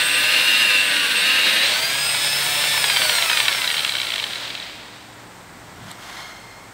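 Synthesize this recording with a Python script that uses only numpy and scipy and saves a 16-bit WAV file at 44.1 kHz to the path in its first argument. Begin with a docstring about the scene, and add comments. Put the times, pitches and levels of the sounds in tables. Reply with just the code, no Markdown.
"""Polishing a car wing in a workshop.

A hand-held rotary polisher works on the panel, is lifted off, speeds up and is switched off.
Its twelve-tooth gear whines, the grind of each turn nearly repeats, and brushes and fan hiss.
The unloaded gears rattle as it coasts down. Afterwards the room hum is left, with a low thud,
a click and a squeaky scrape."""
import sys
import numpy as np
from scipy import signal
from scipy.fft import rfft, irfft, next_fast_len
from scipy.io import wavfile
from scipy.ndimage import map_coordinates

SR = 44100
rng = np.random.default_rng(int(sys.argv[2]) if len(sys.argv) > 2 else 0)


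def wav_out(sig):
    """Save sig, one row per channel (or a flat mono array), as 16-bit PCM at SR to the path in sys.argv[1]."""
    wavfile.write(sys.argv[1], SR, np.round(np.clip(np.atleast_2d(sig).T, -1, 1) * 32767).astype(np.int16))


N = 296793
TIME = np.arange(N) / SR

TEETH, OFF_S = 12, 2.749   # teeth on the small gear; when the power goes off
LIFT_S = (1.62, 1.78)   # the pad leaves the panel over this span
def polisher():
    """One spinning rotor drives the whine, the grind, the hiss and the rattle."""
    tooth_hz = tooth_rate()
    turns = np.cumsum(tooth_hz / TEETH) / SR
    pressure = np.interp(TIME, LIFT_S, [1, 0])   # 1 on the panel, 0 in the air
    tones = whine(tooth_hz, turns, pressure) * fade(GRIND_LEVEL)
    noise = grind_and_hiss(tooth_hz, turns, pressure)
    return noise + tones + rattle(*gear_knocks(tooth_hz, turns))


# Pushing on the panel: t/s, f/Hz (teeth meeting per second), level/dB (bite: how hard they meet)
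PAD_WORK = [(0.0, 1208, -14), (0.14, 1204, -8.5), (0.32, 1237, -3), (0.57, 1257, 0.5), (0.79, 1218, -1),
            (0.92, 1187, -17), (1.08, 1141, -24), (1.13, 1154, -10), (1.24, 1245, -3), (1.28, 1266, -1.5),
            (1.37, 1271, -4.5), (1.44, 1268, -0.5), (1.51, 1269, -10), (1.57, 1261, -13), (1.62, 1313, -4),
            (1.76, 1502, -17)]
FREE_HZ, RUN_UP_S, CREEP_HZ_PER_S = 1659, .126, 122   # in the air: tooth rate, lag, slow extra rise
FRICTION_HZ_PER_S, DRAG_PER_S, CRAWL_HZ = 568, .218, 120   # coasting: two brakes, lowest tooth rate
def tooth_rate():
    """The speed sags under the pad, runs up when lifted, then falls through friction and air drag."""
    lifted_s, lifted_hz = PAD_WORK[-1][:2]
    creep = CREEP_HZ_PER_S * (np.minimum(TIME, OFF_S) - lifted_s)
    free = FREE_HZ + creep - (FREE_HZ - lifted_hz) * np.exp(-(TIME - lifted_s) / RUN_UP_S)
    friction_hz = FRICTION_HZ_PER_S / DRAG_PER_S
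    coast = (free + friction_hz) * np.exp(-DRAG_PER_S * np.maximum(TIME - OFF_S, 0)) - friction_hz
    return np.where(TIME < lifted_s, curves(PAD_WORK)[0], np.maximum(coast, CRAWL_HZ))


def octaves_lost(tooth_hz, below_hz):
    """How many octaves the coasting gear has sunk below a given rate."""
    return np.where(TIME > OFF_S, np.maximum(np.log2(below_hz / tooth_hz), 0), 0)


# Rotor tones (every 12th is the teeth): multiple of the turning rate, level/dB pressed, level/dB lifted
ROTOR_TONES = [(1, -50, -48), (5, -41, -60), (6, -40, -55), (10, -37, -44), (12, -37, -34), (15, -35, -43),
               (16, -35, -42), (17, -33, -45), (18, -43, -37), (19, -39, -37), (23, -33, -42),
               (24, -42, -32), (26, -28, -44), (27, -25, -43), (35, -31, -50), (36, -26, -33),
               (41, -37, -46), (48, -38, -38), (52, -47, -46), (60, -40, -38), (72, -38, -40),
               (84, -42, -42), (96, -41, -42), (108, -38, -43), (120, -42, -44), (132, -42, -46),
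               (144, -48, -47), (156, -50, -48)]
# How well the housing lets a tone out: f/Hz, level/dB
HOUSING_RESPONSE = [(105, -22), (130, 0), (200, 0), (600, -7), (900, -10), (1150, -3), (1500, 0), (2550, 0),
                    (2760, -2), (2920, -6), (3400, -5), (4100, 2), (5100, 2), (5900, -1), (6600, -6),
                    (7500, -7), (8150, -2), (8430, 11), (8700, -1), (9600, -5), (11200, -5), (12500, -13),
                    (16000, -20), (24000, -80)]
PANEL_HZ, PANEL_WIDTH_HZ, PANEL_DB = 2760, 130, 8   # resonance while the pad is on the panel
def whine(tooth_hz, turns, pressure):
    """Pure tones follow the rotor; each swells as it passes a pitch where the housing rings."""
    bite_db = pressure * curves(PAD_WORK)[1]
    bite_db += 1.2 * (TIME > OFF_S)   # coasting teeth meet louder on their back faces
    bite_db -= 16 * octaves_lost(tooth_hz, below_hz=1250)   # and lose their bite as they slow
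    wavers = [0.86 * drift(10.6) + 0.82 * drift(53) for _ in range(6)]
    shaken_turns = turns + .0018 * drift(20)   # a twisting shake blurs the high tones most
    out = np.zeros(N)
    for k, (multiple, pressed_db, lifted_db) in enumerate(ROTOR_TONES):
        hz = multiple * tooth_hz / TEETH
        db = pressure * pressed_db + (1 - pressure) * lifted_db + level_at(HOUSING_RESPONSE, hz)
        db += pressure * PANEL_DB * np.exp(-((hz - PANEL_HZ) / PANEL_WIDTH_HZ) ** 2)
        db += bite_db * (1 if 20 < multiple < 80 else 1 - pressure)   # pressed: middle tones only
        db += 2.5 * wavers[k % 6]
        phase = 2 * np.pi * (multiple * shaken_turns + rng.random()) + .6 * wavers[(k + 3) % 6]
        out += np.sqrt(2) * amp(db) * np.sin(phase)
    return out


# How loud the gears grind: t/s, level/dB
GRIND_LEVEL = [(0.0, -19.5), (0.22, -19), (0.41, -18.5), (0.65, -18.5), (0.84, -20), (1.14, -19.5),
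               (1.34, -18), (1.55, -17.5), (1.8, -22.5), (1.96, -23.5), (2.55, -21.5), (3.13, -21.5),
               (4.03, -30.5), (4.31, -31.5), (4.46, -31.5), (4.74, -38), (5.11, -48.5), (5.3, -54)]
# Tone colour of the housing with the pad on the panel: f/Hz, level/dB
PRESSED_COLOUR = [(90, -45), (150, -21), (285, -13), (400, -21), (510, -13), (770, -18), (960, -12),
                  (1170, -18), (1550, -5), (2400, -4), (2750, 2), (3050, -5), (3750, -3), (4400, -7),
                  (5500, -19), (7000, -28), (9100, -40), (15400, -120)]
# Tone colour of the housing in the air: f/Hz, level/dB
LIFTED_COLOUR = [(88, -44), (150, -5.5), (272, -12.5), (627, 3), (786, 0), (938, 1), (1100, -0.5),
                 (2270, 6), (2800, 5), (3860, 7), (4760, 1.5), (5160, -1.5), (5590, -7.5), (7000, -10.5),
                 (9100, -30.5), (15400, -120)]
# How loud the motor brushes and fan hiss, before slowing fades them: t/s, level/dB
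HISS_LEVEL = [(0.0, -33.5), (0.52, -32.5), (0.9, -37), (1.06, -35.5), (2.12, -34), (2.46, -31)]
# Tone colour of that hiss: f/Hz, level/dB
HISS_COLOUR = [(2650, -65), (4500, -45), (5500, -7), (6500, -12.5), (7500, -3.5), (8450, 4.5), (9000, 1),
               (9500, -6.5), (11000, -3.5), (12600, -7), (14500, -6.5), (15700, -2.5)]
def grind_and_hiss(tooth_hz, turns, pressure):
    """Rough contacts, partly the same each turn, are heard through the housing and the vents."""
    pattern, fresh = turn_pattern(turns, memory=.9), rng.standard_normal(N)
    brush_repeat = .44 * tooth_hz / 1000   # the share that repeats grows with speed
    gear_repeat = .72 * brush_repeat
    uneven_contact = amp(drift(41))
    gears = uneven_contact * (np.sqrt(gear_repeat) * pattern + np.sqrt(1 - gear_repeat) * fresh)
    brushes = np.sqrt(brush_repeat) * pattern + np.sqrt(1 - brush_repeat) * fresh
    pressed = np.sqrt(pressure) * colour(gears, PRESSED_COLOUR)
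    lifted = np.sqrt(1 - pressure) * colour(gears, LIFTED_COLOUR)
    grind = amp(curves(GRIND_LEVEL)[0]) * (pressed + lifted)
    hiss_db = curves(HISS_LEVEL)[0] + 5 - 10.5 * octaves_lost(tooth_hz, below_hz=1400)
    hiss = amp(hiss_db) * colour(brushes, HISS_COLOUR)
    return (grind + hiss) * fade(GRIND_LEVEL, ramp_s=0.58)


def turn_pattern(turns, memory, points=512):
    """Roughness laid around the rotor: each turn keeps most of the last, so the noise has a pitch."""
    fresh = rng.standard_normal((1000, points))   # one row per turn
    kept = signal.lfilter([1], [1, -memory], fresh, axis=0)[100:].ravel()
    return unit_rms(map_coordinates(kept, [turns * points], order=3, mode="wrap"))


# Loud blows as the loose gear teeth slap together: t/s, level/dB
GEAR_BLOWS = [(1.7606, -14.5), (1.8148, -27), (1.9045, -18), (1.9539, -20), (2.0665, -23), (2.147, -14.5),
              (2.2468, -16), (2.4237, -19.5), (2.465, -14.5), (2.537, -26), (2.554, -16), (2.6395, -12),
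              (2.741, -17), (2.778, -8.5), (2.8422, -5.5), (2.8998, -4.5), (2.963, -10.5), (2.9704, -6),
              (3.0186, -8.5), (3.0525, -13.5), (3.0953, -4.5), (3.1518, -12), (3.1851, -9.5),
              (3.2235, -8.5), (3.26, -13.5), (3.2991, -9.5), (3.315, -10), (3.3318, -8.5), (3.373, -6.5),
              (3.402, -4), (3.4121, -14), (3.4546, -10), (3.4831, -3.5), (3.5274, -11), (3.549, -9),
              (3.6182, -12.5), (3.644, -8), (3.677, -7.5), (3.7139, -10), (3.743, -12), (3.768, -10.5),
              (3.794, -9), (3.8486, -6), (3.8937, -7), (3.953, -9.5), (4.0165, -11), (4.104, -12.5),
              (4.1205, -11), (4.1397, -10.5), (4.1597, -9.5), (4.1909, -16), (4.199, -13.5), (4.2284, -17),
              (4.2408, -12), (4.2856, -24.5), (4.334, -17.5), (4.357, -16.5), (4.478, -25), (4.503, -22),
              (4.552, -18), (4.5757, -24), (4.6008, -20), (4.626, -23)]
KNOCK_S, KNOCK_HZ = 3.892, 753.4   # time of one knock; tooth rate where knocks are hardest
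def gear_knocks(tooth_hz, turns):
    """Times and levels of all blows: the loud ones, plus a knock on each coasting turn that is not near a loud
    one."""
    loud_s, loud_db = np.transpose(GEAR_BLOWS)
    whole_turns = np.floor(turns - turns[int(KNOCK_S * SR)])
    at = np.flatnonzero(np.diff(whole_turns))
    at = at[(at > OFF_S * SR) & (tooth_hz[at] > CRAWL_HZ)]
    scatter = rng.standard_normal((len(at), 2))
    knock_db = -15 - 20.5 * np.log2(tooth_hz[at] / KNOCK_HZ) ** 2 + 2 * scatter[:, 0]
    knock_s = at / SR + .0012 * scatter[:, 1]
    turns_from_loud = np.abs(turns[at, None] - turns[(loud_s * SR).astype(int)]).min(axis=1)
    clear = turns_from_loud > .5
    return np.r_[loud_s, knock_s[clear]], np.r_[loud_db, knock_db[clear]]


# Notes the gear case rings at: f/Hz, level/dB, t/s to die away by 60 dB
CASE_NOTES = [(961, -8, 0.015), (1466, -9, 0.02), (1786, -2, 0.01), (2240, 3.5, 0.01), (2710, -4.5, 0.017),
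              (3140, 0.5, 0.017), (3480, 9, 0.0037), (3920, -3, 0.018), (4090, -1, 0.0076),
              (5140, -20, 0.0077), (7000, -38, .008), (8160, -31, 0.017)]
def rattle(times, levels_db, smear_s=.0038):
    """Each blow is a burst of tooth contacts ringing the case; slower blows have weaker low notes."""
    tilt_db_per_octave = np.interp(times, [2.5, 3.3, 4.0], [-4.0, -1.5, 9.0])
    at = (times * SR).astype(int)
    scatter_db = rng.normal(0, 1.5, (len(at), len(CASE_NOTES)))
    burst = signal.windows.hann(int(2 * smear_s * SR))
    out = np.zeros(N)
    for k, (hz, db, t60) in enumerate(CASE_NOTES):
        tilt_db = tilt_db_per_octave * np.log2(min(hz / 3100, 1))
        blows = np.zeros(N)
        blows[at] = amp(levels_db + db - 25.5 + tilt_db + scatter_db[:, k])
        # Contacts are partly rough, partly in step with the note.
        contacts = .6 * rng.choice([-1, 1], N) + .14 * np.sin(2 * np.pi * hz * TIME)
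        out += ring(signal.oaconvolve(blows, burst, "same") * contacts, hz, t60)
    crack = np.zeros(N)   # the hardest single contact, mid-blow
    crack[at] = amp(levels_db + 8 + rng.normal(0, 2.3, len(at))) * rng.choice([-1, 1], len(at))
    out += keep_band(crack, (1800, 4800))
    return keep_band(out, 650, "high", order=4)   # keep the blows above 650 Hz


# How the scrape goes: t/s, level/dB of rubbing, level/dB of squeak
SCRAPE_LEVELS = [(5.6, -54, -64), (5.854, -44.5, -60), (5.916, -37, -55), (5.926, -43, -51),
                 (5.976, -47.5, -51), (6.028, -37, -56), (6.194, -36, -34.5), (6.656, -60, -48),
                 (6.73, -68, -59)]
# Tone colour of the rubbing: f/Hz, level/dB
RUB_COLOUR = [(240, -43), (400, -23), (569, -16), (674, -3), (786, -5), (1140, -4), (1300, -2.5),
              (2130, -5), (2600, -13.5), (3300, -5), (3800, -9.5), (15700, -29)]
# Tones in the squeak: multiple of its pitch, level/dB
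SQUEAK_TONES = [(1, -18), (2, -6), (3, -15), (4, -11), (5, -16), (6, -18)]
def scrape(squeak_hz=1060):
    """Grainy rubbing; sticking and slipping at a nearly steady rate adds a squeak."""
    rub_db, squeak_db = curves(SCRAPE_LEVELS)
    grains = rng.standard_normal(N) * amp(1.2 * drift(60))
    rub = colour(unit_rms(grains), RUB_COLOUR)
    phase = 2 * np.pi * np.cumsum(squeak_hz * (1 + 0.022 * drift(90))) / SR
    squeak = sum(amp(db + 3.9 * drift(41)) * np.sin(k * phase) for k, db in SQUEAK_TONES)
    return (amp(rub_db) * rub + amp(squeak_db) * squeak) * fade(SCRAPE_LEVELS)


# The tap that makes the click: t/s, level/dB
CLICK_TAPS = [(5.9147, -12.5)]
# Notes the tap sets ringing: f/Hz, level/dB, t/s to die away by 60 dB
CLICK_NOTES = [(1220, -8, 0.016), (4060, -3, .008), (8060, 2.5, 0.0051), (13000, -6, .004)]
def click():
    """A small hard tick: one tap rings a few very short notes."""
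    tap = np.zeros(N)
    for s, db in CLICK_TAPS:
        tap[round(s * SR)] = amp(db - 12.5)
    return sum(amp(db) * ring(tap, hz, t60) for hz, db, t60 in CLICK_NOTES)


# How loud the thud is: t/s, level/dB
THUD_LEVEL = [(5.5, -55), (5.856, -42.5), (5.904, -44), (5.92, -59), (5.95, -46)]
def thud():
    """A low rumble close by swells and stops."""
    rumble = unit_rms(keep_band(rng.standard_normal(N), (80, 190)))
    return amp(curves(THUD_LEVEL)[0]) * fade(THUD_LEVEL) * rumble


def echo(x, t60=1):
    """The room answers after a short gap with a dull, dying wash of noise."""
    t = np.arange(int(t60 * SR)) / SR
    tail = rng.standard_normal(len(t)) * amp(-60 * t / t60) * (t > .012)
    tail = signal.lfilter([1], [1, -.5], tail)   # soften the treble
    return signal.oaconvolve(x, tail / np.sqrt(np.sum(tail ** 2)))[:N]


# Tone colour of the workshop noise: f/Hz, level/dB
ROOM_COLOUR = [(20, -45), (35, -24), (48, -19), (75, -11), (110, -10), (300, -8), (450, -12), (900, -8),
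               (1200, -11), (2000, -13), (2800, -20.5), (6500, -25.5), (8400, -21.5), (9600, -33.5),
               (15700, -33)]
# Hum of distant machines: f/Hz, level/dB
MACHINE_HUM = [(46, -60), (113, -53.5), (177, -59), (300, -59.5)]
def workshop():
    """Steady room noise with the wavering hum of distant machines."""
    hum = np.zeros(N)
    for hz, db in MACHINE_HUM:
        hum += amp(db + 1 + 2.8 * drift(1.8)) * np.sin(2 * np.pi * hz * TIME + 2.4 * drift(1))
    return amp(-42) * colour(rng.standard_normal(N), ROOM_COLOUR) + hum


def amp(db):
    """Turn decibels into a number to multiply by."""
    return 10 ** (np.asarray(db) / 20)


def unit_rms(x):
    """Scale a signal so its average strength (rms) is 1."""
    return x / np.sqrt(np.mean(x ** 2) + 1e-20)


def curves(rows):
    """Join a table's timed points with straight lines, one curve per value column."""
    times, *columns = np.transpose(rows)
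    return [np.interp(TIME, times, column) for column in columns]


def fade(rows, ramp_s=0.058):
    """Fade in before a table's first time and out after its last."""
    start, end = rows[0][0], rows[-1][0]
    return np.interp(TIME, [start - ramp_s, start, end, end + ramp_s], [0, 1, 1, 0])


def level_at(spectrum, hz):
    """Look up the level at a frequency, with octaves evenly spaced."""
    points_hz, points_db = np.transpose(spectrum)
    return np.interp(np.log(hz + 1), np.log(points_hz), points_db)


def colour(x, spectrum):
    """Give white noise a tone colour without changing its strength."""
    size = next_fast_len(N)
    gains = unit_rms(amp(level_at(spectrum, np.fft.rfftfreq(size, 1 / SR))))
    return irfft(rfft(x, size) * gains, size)[:N]


def keep_band(x, hz, kind="band", order=2):
    """Let through a range of frequencies, or with "high" those above one."""
    return signal.sosfilt(signal.butter(order, hz, kind, fs=SR, output="sos"), x)


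def drift(hz, step=40):
    """A smooth random wander of size about 1; a higher hz wanders faster."""
    r = np.exp(-2 * np.pi * hz * step / SR)
    noise = rng.standard_normal(N // step + 2002)
    slow = signal.lfilter([1], [1, -2 * r, r * r], noise)[2000:]   # skip while the filter settles
    return np.interp(np.arange(N) / step, np.arange(len(slow)), unit_rms(slow))


def ring(taps, hz, t60):
    """Each tap starts a pure tone that dies away by 60 dB in t60 seconds."""
    r, angle = amp(-60 / (t60 * SR)), 2 * np.pi * hz / SR
    return signal.lfilter([0, np.sin(angle)], [1, -2 * r * np.cos(angle), r * r], taps + 1e-18)


def scene():
    """Polisher, scrape and click with their echo, over the thud and the room, in one channel."""
    near = polisher() + scrape() + click()
    return (near + amp(-30.5) * echo(near) + thud() + workshop())[None]


def record(dry, cutoff_hz=15720):
    """Round off the loudest peaks and cut the highest treble."""
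    rounded = .9 * np.tanh(dry / .9)
    return signal.sosfilt(signal.ellip(12, .5, 80, cutoff_hz, fs=SR, output="sos"), rounded)


dry = scene()
out = record(dry)
wav_out(out)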